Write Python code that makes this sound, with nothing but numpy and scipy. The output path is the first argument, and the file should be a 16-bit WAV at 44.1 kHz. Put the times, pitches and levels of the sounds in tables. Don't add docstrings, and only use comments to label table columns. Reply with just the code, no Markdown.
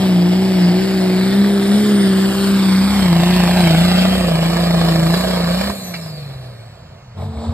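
import sys
import numpy as np
from scipy import signal
from scipy.fft import rfft, irfft, next_fast_len
from scipy.io import wavfile
from scipy.ndimage import uniform_filter1d

SR = 44100
rng = np.random.default_rng(int(sys.argv[2]) if len(sys.argv) > 2 else 0)


def pcm_store(signal):
    levels = np.round(np.clip(np.atleast_2d(signal), -1, 1) * 32767)
    wavfile.write(sys.argv[1], SR, levels.astype(np.int16).T)


N = 332073
TIME = np.arange(N) / SR
FFT_SIZE = next_fast_len(N)
BIN_HZ = np.arange(FFT_SIZE // 2 + 1) * SR / FFT_SIZE


def undb(db):
    return 10 ** (np.asarray(db) / 20)


def curves(table):
    s, *columns = np.transpose(table)
    gate = np.clip(np.minimum(TIME - s[0], s[-1] - TIME) / 0.033 + 1, 0, 1)
    return [np.interp(TIME, s, c) for c in columns] + [gate]


def equalise(x, spectrum):
    hz, db = np.transpose(spectrum)
    gain = undb(np.interp(np.log(BIN_HZ + 1), np.log(hz + 1), db))
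    return irfft(rfft(x, FFT_SIZE) * gain, FFT_SIZE)[:N]


def noise(spectrum, swell=1):
    coloured = equalise(rng.standard_normal(N) * swell, spectrum)
    return coloured / np.std(coloured)


def walk(rate):
    hold = int(SR / rate)
    steps = np.repeat(rng.standard_normal(N // hold + 1), hold)
    return 1.303 * uniform_filter1d(uniform_filter1d(steps, hold), hold)[:N]


def tone(turns, db, waver_db, locked=False):
    peak = np.sqrt(2) * undb(db + waver_db * walk(14))
    return peak * np.sin(2 * np.pi * (turns + (0 if locked else rng.random())))


def blows(events, modes, push_s):
    s, peak_db = np.transpose(list(events))
    t = np.arange(SR // 10) / SR
    pushes = (1 + 1.26 * rng.standard_normal((len(s), len(t)))) * np.exp(-t / push_s)
    ring = sum(undb(db - 60 * t / t60) * np.sin(2 * np.pi * hz * t) for hz, db, t60 in modes)
    rung = signal.fftconvolve(pushes, ring[None], axes=1)
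    out = np.zeros(N + rung.shape[1])
    for at, gain, blow in zip((s * SR).astype(int), undb(peak_db), rung):
        out[at:at + len(blow)] += gain * blow / np.abs(blow).max()
    return out[:N]


def thin(x):
    return signal.sosfilt(signal.butter(2, (300, 5500), "band", fs=SR, output="sos"), x)


# frequency in Hz, relative level in dB.
PITS_COLOUR = [(24, -42), (40, -11.5), (124, 3), (307, -25), (621, -15), (2210, -27), (3100, -30),
               (4460, -29.5), (5990, -37.5), (9000, -49), (11700, -74), (19800, -120)]

def idling_engines():
    return undb(-39) * noise(PITS_COLOUR)


# frequency in Hz, gain in dB.
SCATTER_COLOUR = [(60, -44), (300, -15), (1000, -14), (3000, -8), (12000, -8)]

def trackside_scatter(x, t60_s=0.16):
    t = np.arange(SR // 4) / SR
    tails = rng.standard_normal((6, 2, len(t))) * undb(-60 * t / t60_s)
    tails /= np.sqrt(4 * np.sum(tails ** 2, axis=2, keepdims=True))
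    share = equalise(x, SCATTER_COLOUR)
    return sum(signal.oaconvolve((share * walk(25))[None], pair, axes=1)[:, :N] for pair in tails)


# level once in, in dB, climb in dB/s.
FAR_DRONE = [(-39, 37), (-45, 26), (-49, 13), (-67, 10)]
# time in seconds, pitch in Hz, level in dB.
FAR_RUMBLE = [(7.14, 94.1, -50), (7.17, 97, -31), (7.2, 97.5, -26), (7.24, 101.6, -24), (7.3, 101.7, -24.5),
              (7.34, 75, -34), (7.375, 75, -23), (7.445, 79, -39), (7.495, 80, -15.5), (7.53, 84.3, -34)]
# time in seconds, then roar, rasp, hiss and whoosh in dB.
FAR_GAS = [(7.15, -46, -58, -66, -62), (7.22, -33, -49, -58, -51), (7.27, -37, -50, -59, -56),
           (7.31, -40.5, -54, -67, -54), (7.38, -34, -48, -61, -49), (7.46, -32.5, -45, -62, -44),
           (7.53, -33, -50, -63, -52)]
# frequency in Hz, relative level in dB.
WHOOSH_COLOUR = [(2800, -20), (3600, 4), (4400, 1), (5400, -19), (6500, -14), (7800, -4), (8600, -8),
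                 (9600, -20), (10000, -60)]
# start in seconds, level in dB.
FAR_POPS = [(7.188, -30), (7.219, -25), (7.265, -25), (7.374, -24), (7.418, -23), (7.507, -30)]

def far_truck(start_s=7.13, fade_s=0.046, firing_hz=217.3, climb_hz_per_s=32):
    since = np.clip(TIME - start_s, 0, None)
    fade = np.clip(since / fade_s, 0, 1) ** 2
    firings = np.cumsum(firing_hz + climb_hz_per_s * since) / SR
    drone = sum(tone(k * firings, db + climb * (since - fade_s), 1.5)
                for k, (db, climb) in enumerate(FAR_DRONE, 1))
    low_hz, low_db, gate = curves(FAR_RUMBLE)
    turns = np.cumsum(low_hz * (1 + 0.05 * walk(30))) / SR
    rumble = tone(turns, low_db, 1.4) + tone(1.5 * turns, low_db - 13, 3) + tone(2 * turns, low_db - 15, 3)
    *gas_db, whoosh_db, _ = curves(FAR_GAS)
    air = exhaust_gas(firings, 1.5 * np.cos(np.pi * firings / 3), *gas_db)
    air += undb(whoosh_db) * noise(WHOOSH_COLOUR)
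    return fade * (drone + air) + gate * rumble + thin(blows(FAR_POPS, STACK_MODES, push_s=0.0017))


# time in seconds, level in dB.
SIGH_LEVEL = [(4.4, -36), (5.6, -34), (5.78, -37.5), (6.1, -44), (6.5, -50.5), (7.2, -69)]
# frequency in Hz, relative level in dB.
SIGH_COLOUR = [(1500, -5), (2400, 11.5), (3100, -4), (3600, 9.5), (4300, 18.5), (4800, 2), (5600, 2),
               (5900, -39)]

def turbo_sigh():
    db, gate = curves(SIGH_LEVEL)
    return gate * undb(db + walk(16)) * noise(SIGH_COLOUR)


# time in seconds, pitch in Hz, level in dB.
BOOST = [(.3, 8620, -56), (.54, 8620, -47), (1.2, 8620, -48), (1.5, 8870, -44), (1.9, 8860, -37),
         (2.2, 8655, -41), (3, 8520, -41), (3.2, 8120, -44), (3.6, 8140, -41), (3.8, 7970, -43),
         (4.2, 8200, -45), (4.5, 7910, -48), (5.6, 7990, -56)]
# time in seconds, pitch in Hz, level in dB, its octave in dB.
FAST_SPOOL = [(5.82, 6380, -48, -52), (5.85, 6230, -37, -40), (5.91, 5850, -45, -46),
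              (5.96, 5550, -56, -62), (6.03, 5200, -42, -80), (6.19, 4480, -42, -80),
              (6.22, 4380, -53, -80), (6.3, 4150, -64, -80)]
# time in seconds, pitch in Hz, level in dB.
SLOW_SPOOL = [(6.35, 9600, -74), (6.5, 8800, -63), (6.7, 7800, -65), (6.85, 7170, -66), (7.1, 6250, -70)]

def turbo_whistles():
    out = np.zeros(N)
    for table, pitch_waver in ((BOOST, .0045), (FAST_SPOOL, .003), (SLOW_SPOOL, .011)):
        hz, *levels, gate = curves(table)
        blades = np.cumsum(hz * (1 + pitch_waver * walk(150))) / SR
        out += gate * sum(tone(k * blades, db, 2.15) for k, db in enumerate(levels, 1))
    return out


# start in seconds, level in dB.
CLANKS = [(5.9394, -12), (6.437, -35)]
# frequency in Hz, relative level in dB, t60 in seconds.
HITCH_MODES = [(1300, -14, 0.0077), (1780, -14, 0.0098), (2300, 1, 0.029), (2760, 2, 0.011),
               (3500, -9, .008), (4150, 2, .007), (4600, 3.5, 0.012), (5260, -17, .006)]

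def hitch_clanks():
    return thin(blows(CLANKS, HITCH_MODES, push_s=0.016))


# start in seconds, peak level in dB.
CHUGS = [(6.789, -34), (6.839, -38), (6.888, -30), (6.952, -41), (7.022, -36), (7.09, -35)]
# frequency in Hz, relative level in dB, t60 in seconds.
PIPE_MODE = [(118.1, 0, 0.071)]

def idle_chugs():
    return blows(CHUGS, PIPE_MODE, push_s=0.0018)


# time in seconds, level in dB.
RUSH_LEVEL = [(0, -40), (2.2, -34), (2.8, -36), (3.3, -26.5), (3.9, -25), (4.4, -30), (5.7, -69),
              (7.2, -70)]
# frequency in Hz, relative level in dB.
RUSH_COLOUR = [(1500, -17.5), (2300, -5.5), (3100, -1.5), (3700, -8.5), (5000, -18.5), (6000, -64)]

def stack_rush(firings):
    db, _ = curves(RUSH_LEVEL)
    return undb(db + 0.52 * walk(12)) * noise(RUSH_COLOUR, 1 + 0.38 * np.cos(2 * np.pi * firings))


# frequency in Hz, relative level in dB.
ROAR_COLOUR = [(40, -35), (70, -30), (140, -27), (200, -15), (280, -18.5), (420, -16.5), (650, -9.5),
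               (880, -15.5), (1300, -24), (2000, -82)]
RASP_COLOUR = [(500, -10.5), (900, -5.5), (1600, -2), (2600, -9), (3600, -5), (4600, -4.5), (5650, -10),
               (5950, -72), (7500, -77)]
HISS_COLOUR = [(4000, -41), (5900, -43), (6300, -6), (6900, -0.5), (8500, -1.5), (9600, -0.5), (9900, -53),
               (10700, -49), (11000, -3), (13800, -4.5), (14300, -5), (15500, -50)]

def exhaust_gas(firings, bark_db, roar_db, rasp_db, hiss_db):
    chance = rng.standard_normal(N // 100)
    size_db = bark_db + 1.07 * uniform_filter1d(chance[firings.astype(int)], size=60)
    puff = np.cos(2 * np.pi * firings)
    bands = ((ROAR_COLOUR, roar_db, 1.01, .3), (RASP_COLOUR, rasp_db, .8, .4),
             (HISS_COLOUR, hiss_db, .4, .3))
    return sum(undb(db + .7 * walk(8)) * noise(spectrum, undb(share * size_db) * (1 + depth * puff))
               for spectrum, db, share, depth in bands)


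# start in seconds, level in dB.
LOUD_POPS = [(3.08, -13), (3.127, -9), (3.163, -10), (3.197, -14), (3.233, -6), (3.304, -6.5), (3.363, -11),
             (3.4, -10), (3.435, -8), (3.475, -18), (3.509, -15), (3.603, -9), (3.671, -8), (3.779, -16),
             (3.809, -15), (3.849, -10), (3.915, -9), (3.981, -20), (4.049, -8), (4.121, -18), (4.151, -14),
             (4.207, -15), (4.282, -15), (4.354, -12), (4.425, -12), (4.497, -14), (4.566, -9),
             (4.634, -20), (4.706, -10), (4.74, -15), (4.812, -8), (4.884, -12), (4.957, -10), (4.995, -11),
             (5.067, -13), (5.139, -9), (5.208, -8), (5.273, -9), (5.307, -9), (5.37, -11), (5.439, -11),
             (5.544, -14), (5.612, -6)]
# frequency in Hz, relative level in dB, t60 in seconds.
STACK_MODES = [(593, -7, 0.025), (790, 4, 0.013), (1050, 1.5, .009), (1619, 2, 0.012), (2210, 3, 0.014),
               (2750, -1, .005), (3370, -8, 0.0052)]

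def stack_pops(firings, pop_db, bark_rise_s=0.0019, bark_decay_s=.008):
    at = np.flatnonzero(np.diff((firings / 6 + 0.121).astype(int)))
    jitter, spread = rng.standard_normal((len(at), 2)).T
    size_db = pop_db[at] + 2.5 * spread
    at = np.clip(at + (25 * jitter).astype(int) - 60, 0, N - 1)
    for s, db in LOUD_POPS:
        nearest = np.argmin(np.abs(at - s * SR))
        at[nearest], size_db[nearest] = s * SR, db
    kicks, barks = np.zeros((2, N))
    kicks[at] = undb(size_db)
    barks[at] = 1.5 + .09 * (size_db - pop_db[at])
    t = np.arange(SR // 25) / SR
    falter = signal.fftconvolve(kicks, np.exp(-.5 * ((t - .016) / .006) ** 2))[:N]
    bark = signal.fftconvolve(barks, np.exp(-t / bark_decay_s) * np.clip(t / bark_rise_s, 0, 1))[:N]
    cracks = thin(blows(zip(at / SR, size_db), STACK_MODES, push_s=0.0006))
    return cracks, bark, undb(-8 * falter)


def off_dirt(x, speed_m_s=8.6, stop_s=4.45, side_m=8, stack_height_m=1.8, phone_height_m=1.31):
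    range_m = np.hypot(side_m, speed_m_s * np.clip(stop_s - TIME, 0, None))
    late_s = 2 * stack_height_m * phone_height_m / range_m / 343
    share = .37 - .01 * (side_m / range_m) ** 6
    dull = signal.filtfilt(*signal.butter(1, 6000, fs=SR), x)
    wobble = 1 + .025 * walk(10)
    return x + share * np.interp(TIME - late_s * wobble, TIME, dull)


# time in seconds, crank speed in Hz.
SURGES = [(0, 63.6), (0.219, 58.82), (.46, 63.35), (.68, 59.03), (0.861, 63.96), (1.1, 61.55),
          (1.461, 66.9), (1.64, 65.83), (1.82, 69.64), (2.15, 63.77), (2.3, 65.05), (2.51, 65.5),
          (2.75, 63.1), (2.941, 66.93), (3.151, 56.36), (3.35, 60.4), (3.47, 58.17), (3.55, 60.45),
          (3.731, 54.42), (3.89, 59.63), (4.151, 62.6), (4.35, 54.62), (4.59, 57.3), (5.05, 54.75),
          (5.25, 61.42), (5.47, 57.03), (5.7, 67.1)]

def crank(lift_s=5.72, ease_s=0.011, idle_hz=15, coast_s=1.1):
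    s, hz = np.transpose(SURGES)
    rows = np.arange(len(s))
    place = np.interp(TIME, s, rows)
    eased = np.floor(place) + (1 - np.cos(np.pi * (place % 1))) / 2
    loaded_hz = np.interp(eased, rows, hz)
    coast = np.exp(-np.clip(TIME - lift_s, 0, None) / coast_s)
    throttle = np.interp(TIME, (lift_s - ease_s, lift_s + ease_s), (1, 0))
    surge_hz = (loaded_hz - uniform_filter1d(loaded_hz, size=SR // 2)) * throttle
    return idle_hz + (loaded_hz - idle_hz) * coast, surge_hz, throttle


# crank order, dB against the firing tone from afar, the same alongside.
UNEVEN_ORDERS = [(1.5, -27, -19.5), (2, -22.5, -36), (2.5, -30.5, -20), (2.75, -24, -23.5),
                 (3.25, -27.5, -23), (3.5, -28, -18), (4, -20, -19), (4.5, -30, -29.5), (5, -17, -29),
                 (5.5, -29.5, -30), (5.75, -29, -29.5), (7, -29.5, -28), (8, -31.5, -31), (9, -55, -25.5)]
# crank order, dB against the firing tone.
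COAST_ORDERS = [(8, -28.5), (10, -19), (12, -21.5)]

def stack_drone(turns, surge_hz, throttle, near, firing_db, octave_db, crank_db):
    drone = tone(3 * turns, firing_db - 0.37 * surge_hz, .8, locked=True)
    drone += tone(6 * turns, octave_db, 1.76, locked=True)
    drone += tone(turns, crank_db + 0.6 * surge_hz, 1.3)
    steady_db = uniform_filter1d(firing_db, size=12000)
    drone += sum(tone(k * turns, steady_db + far + near * (alongside - far), 1.85)
                 for k, far, alongside in UNEVEN_ORDERS)
    return drone + (1 - throttle) * sum(tone(k * turns, steady_db + db, 3.2) for k, db in COAST_ORDERS)


# time in seconds, then firing tone, its octave, roar, rasp and hiss in dB.
LOAD_LEVELS = [(0, -14, -29, -27, -28, -38), (.15, -12, -23, -28.5, -28, -39),
               (.35, -13, -23.5, -27.5, -28.5, -40), (.51, -15, -22.5, -29.5, -29.5, -40),
               (.66, -9, -26, -27.5, -28.5, -40), (.75, -13.5, -21.5, -26, -27.5, -39.5),
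               (.88, -15, -25.5, -27.5, -28.5, -39.5), (1.1, -14, -23, -25, -29.5, -38.5),
               (1.32, -15, -21, -27, -28, -39), (1.4, -10, -23.5, -25, -28.5, -38),
               (1.5, -14, -22, -25.5, -29.5, -38), (1.66, -16.5, -18.5, -26.5, -29, -37),
               (1.75, -9, -26, -24, -28.5, -38), (1.83, -13, -22.5, -28, -29.5, -36.5),
               (1.95, -10, -24, -23.5, -28, -36), (2.08, -13, -23.5, -26.5, -28, -38),
               (2.25, -12, -24.5, -25.5, -27, -35), (2.32, -19, -23, -25.5, -29, -35),
               (2.55, -11.5, -27.5, -26.5, -26.5, -35.5), (2.9, -13, -36, -28, -25, -33.5),
               (3.1, -12.5, -27.5, -25.5, -26, -34), (3.3, -12, -22.5, -23.5, -24, -32.5),
               (3.5, -14.5, -28, -21.5, -24.5, -32.5), (3.65, -9.5, -21.5, -23, -23.5, -32.5),
               (3.75, -12.5, -22, -20.5, -23.5, -34.5), (3.85, -10.5, -23.5, -22, -22, -32),
               (4, -12, -35, -20, -23, -33), (4.2, -15, -30.5, -23, -27, -36),
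               (4.4, -15, -28.5, -22, -26.5, -36.5), (4.55, -16.5, -32.5, -22.5, -27.5, -36),
               (4.65, -14.5, -33, -21, -25.5, -35), (4.85, -15, -30.5, -20.5, -26, -35.5),
               (5, -12.5, -21, -19.5, -26, -35), (5.12, -15, -26, -20.5, -25, -34.5),
               (5.18, -17, -52, -20.5, -24.5, -33.5), (5.28, -19.5, -31, -20.5, -26.5, -34.5),
               (5.4, -17.5, -32, -21, -28, -37), (5.58, -18, -46, -23.5, -26, -36),
               (5.7, -22.5, -34.5, -22.5, -26.5, -36.5)]
COAST_LEVELS = [(5.75, -32, -49, -32.5, -40, -38), (6.001, -28.5, -50, -35.5, -41, -44),
                (6.15, -30, -57, -39.5, -44, -49), (6.35, -30.5, -67, -39.5, -45, -56),
                (6.62, -40, -70, -42.5, -50.5, -61.5), (7.2, -62, -64, -49, -68, -75)]

def pulling_truck():
    near = np.interp(TIME, (2.6, 3.005), (0, 1))
    hz, surge_hz, throttle = crank()
    turns = np.cumsum(hz) / SR
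    firings = 3 * turns

    def staged(far, alongside, coasting):
        return coasting + throttle * (far + near * (alongside - far) - coasting)

    firing_db, octave_db, *gas_db, gate = curves(LOAD_LEVELS + COAST_LEVELS)
    drone = stack_drone(turns, surge_hz, throttle, near, firing_db, octave_db, staged(-42, -30, -62))
    rush = stack_rush(firings)
    cracks, bark, choke = stack_pops(firings, pop_db=staged(-26, -17.5, -43))
    gas = exhaust_gas(firings, bark * staged(2, 5.5, 0), *gas_db)
    exhaust = gate * (choke * drone + off_dirt(choke * (gas + rush) + cracks))
    return exhaust + turbo_sigh() + idle_chugs() + hitch_clanks() + turbo_whistles()


# frequency in Hz, phase lead in radians, level difference in dB.
PORTS_FAR = [(60, -.05, 0), (200, -.2, 1), (400, -.5, 0), (850, -.6, 0), (1950, .4, 0), (2600, 2.2, 0),
             (3000, 1.8, -1), (3700, 1, -1), (5200, 1.8, 0), (6000, 3.1, 0), (7100, 4.9, 0), (8200, 6.3, 0),
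             (9300, 8.3, 0), (13800, 14.9, 0)]
PORTS_PASS = [(60, -.05, 0), (200, -.2, 1), (550, -.7, -1), (1300, -.3, -1), (1950, .1, 0), (2250, .3, 3),
              (2600, -1, -3), (3000, -2.2, -5), (3500, -2.5, -6), (4000, -4.6, -5), (5200, -4.1, -4),
              (6000, -3.1, 0), (8200, 0, 0), (13800, 8.2, 0)]
PORTS_NEAR = [(60, -.05, 0), (200, -.2, 1), (550, -1, -8), (1100, -.8, -8), (1300, .7, -5), (1600, -.3, -1),
              (1950, .3, -2), (2600, -1.7, -2), (4000, -4.2, -1), (5200, -4, -3), (6000, -3.2, 0),
              (7100, -.6, 0), (8200, 0, 1), (13800, 8.6, 0)]

def left_port(x, table):
    hz, lead, db = np.transpose(table)
    response = undb(np.interp(BIN_HZ, hz, db)) * np.exp(1j * np.interp(BIN_HZ, hz, lead))
    return irfft(rfft(x, FFT_SIZE) * response, FFT_SIZE)[:N]


def scene():
    first = pulling_truck() + idling_engines()
    second = far_truck()
    far = np.interp(TIME, (2.502, 3.2), (1, 0))
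    near = np.interp(TIME, (3.6, 3.8), (0, 1))
    left = (left_port(first * far + second, PORTS_FAR) + left_port(first * (1 - far - near), PORTS_PASS)
            + left_port(first * near, PORTS_NEAR))
    right = first + second
    return np.array([left, right]) + trackside_scatter(right)


def record(dry):
    rounded = np.tanh(.9 * dry) / .9
    trimmed = signal.sosfilt(signal.butter(3, 40, "high", fs=SR, output="sos"), rounded)
    return signal.sosfilt(signal.ellip(8, .2, 70, 15700, fs=SR, output="sos"), trimmed)


dry = scene()
out = record(dry)
pcm_store(out)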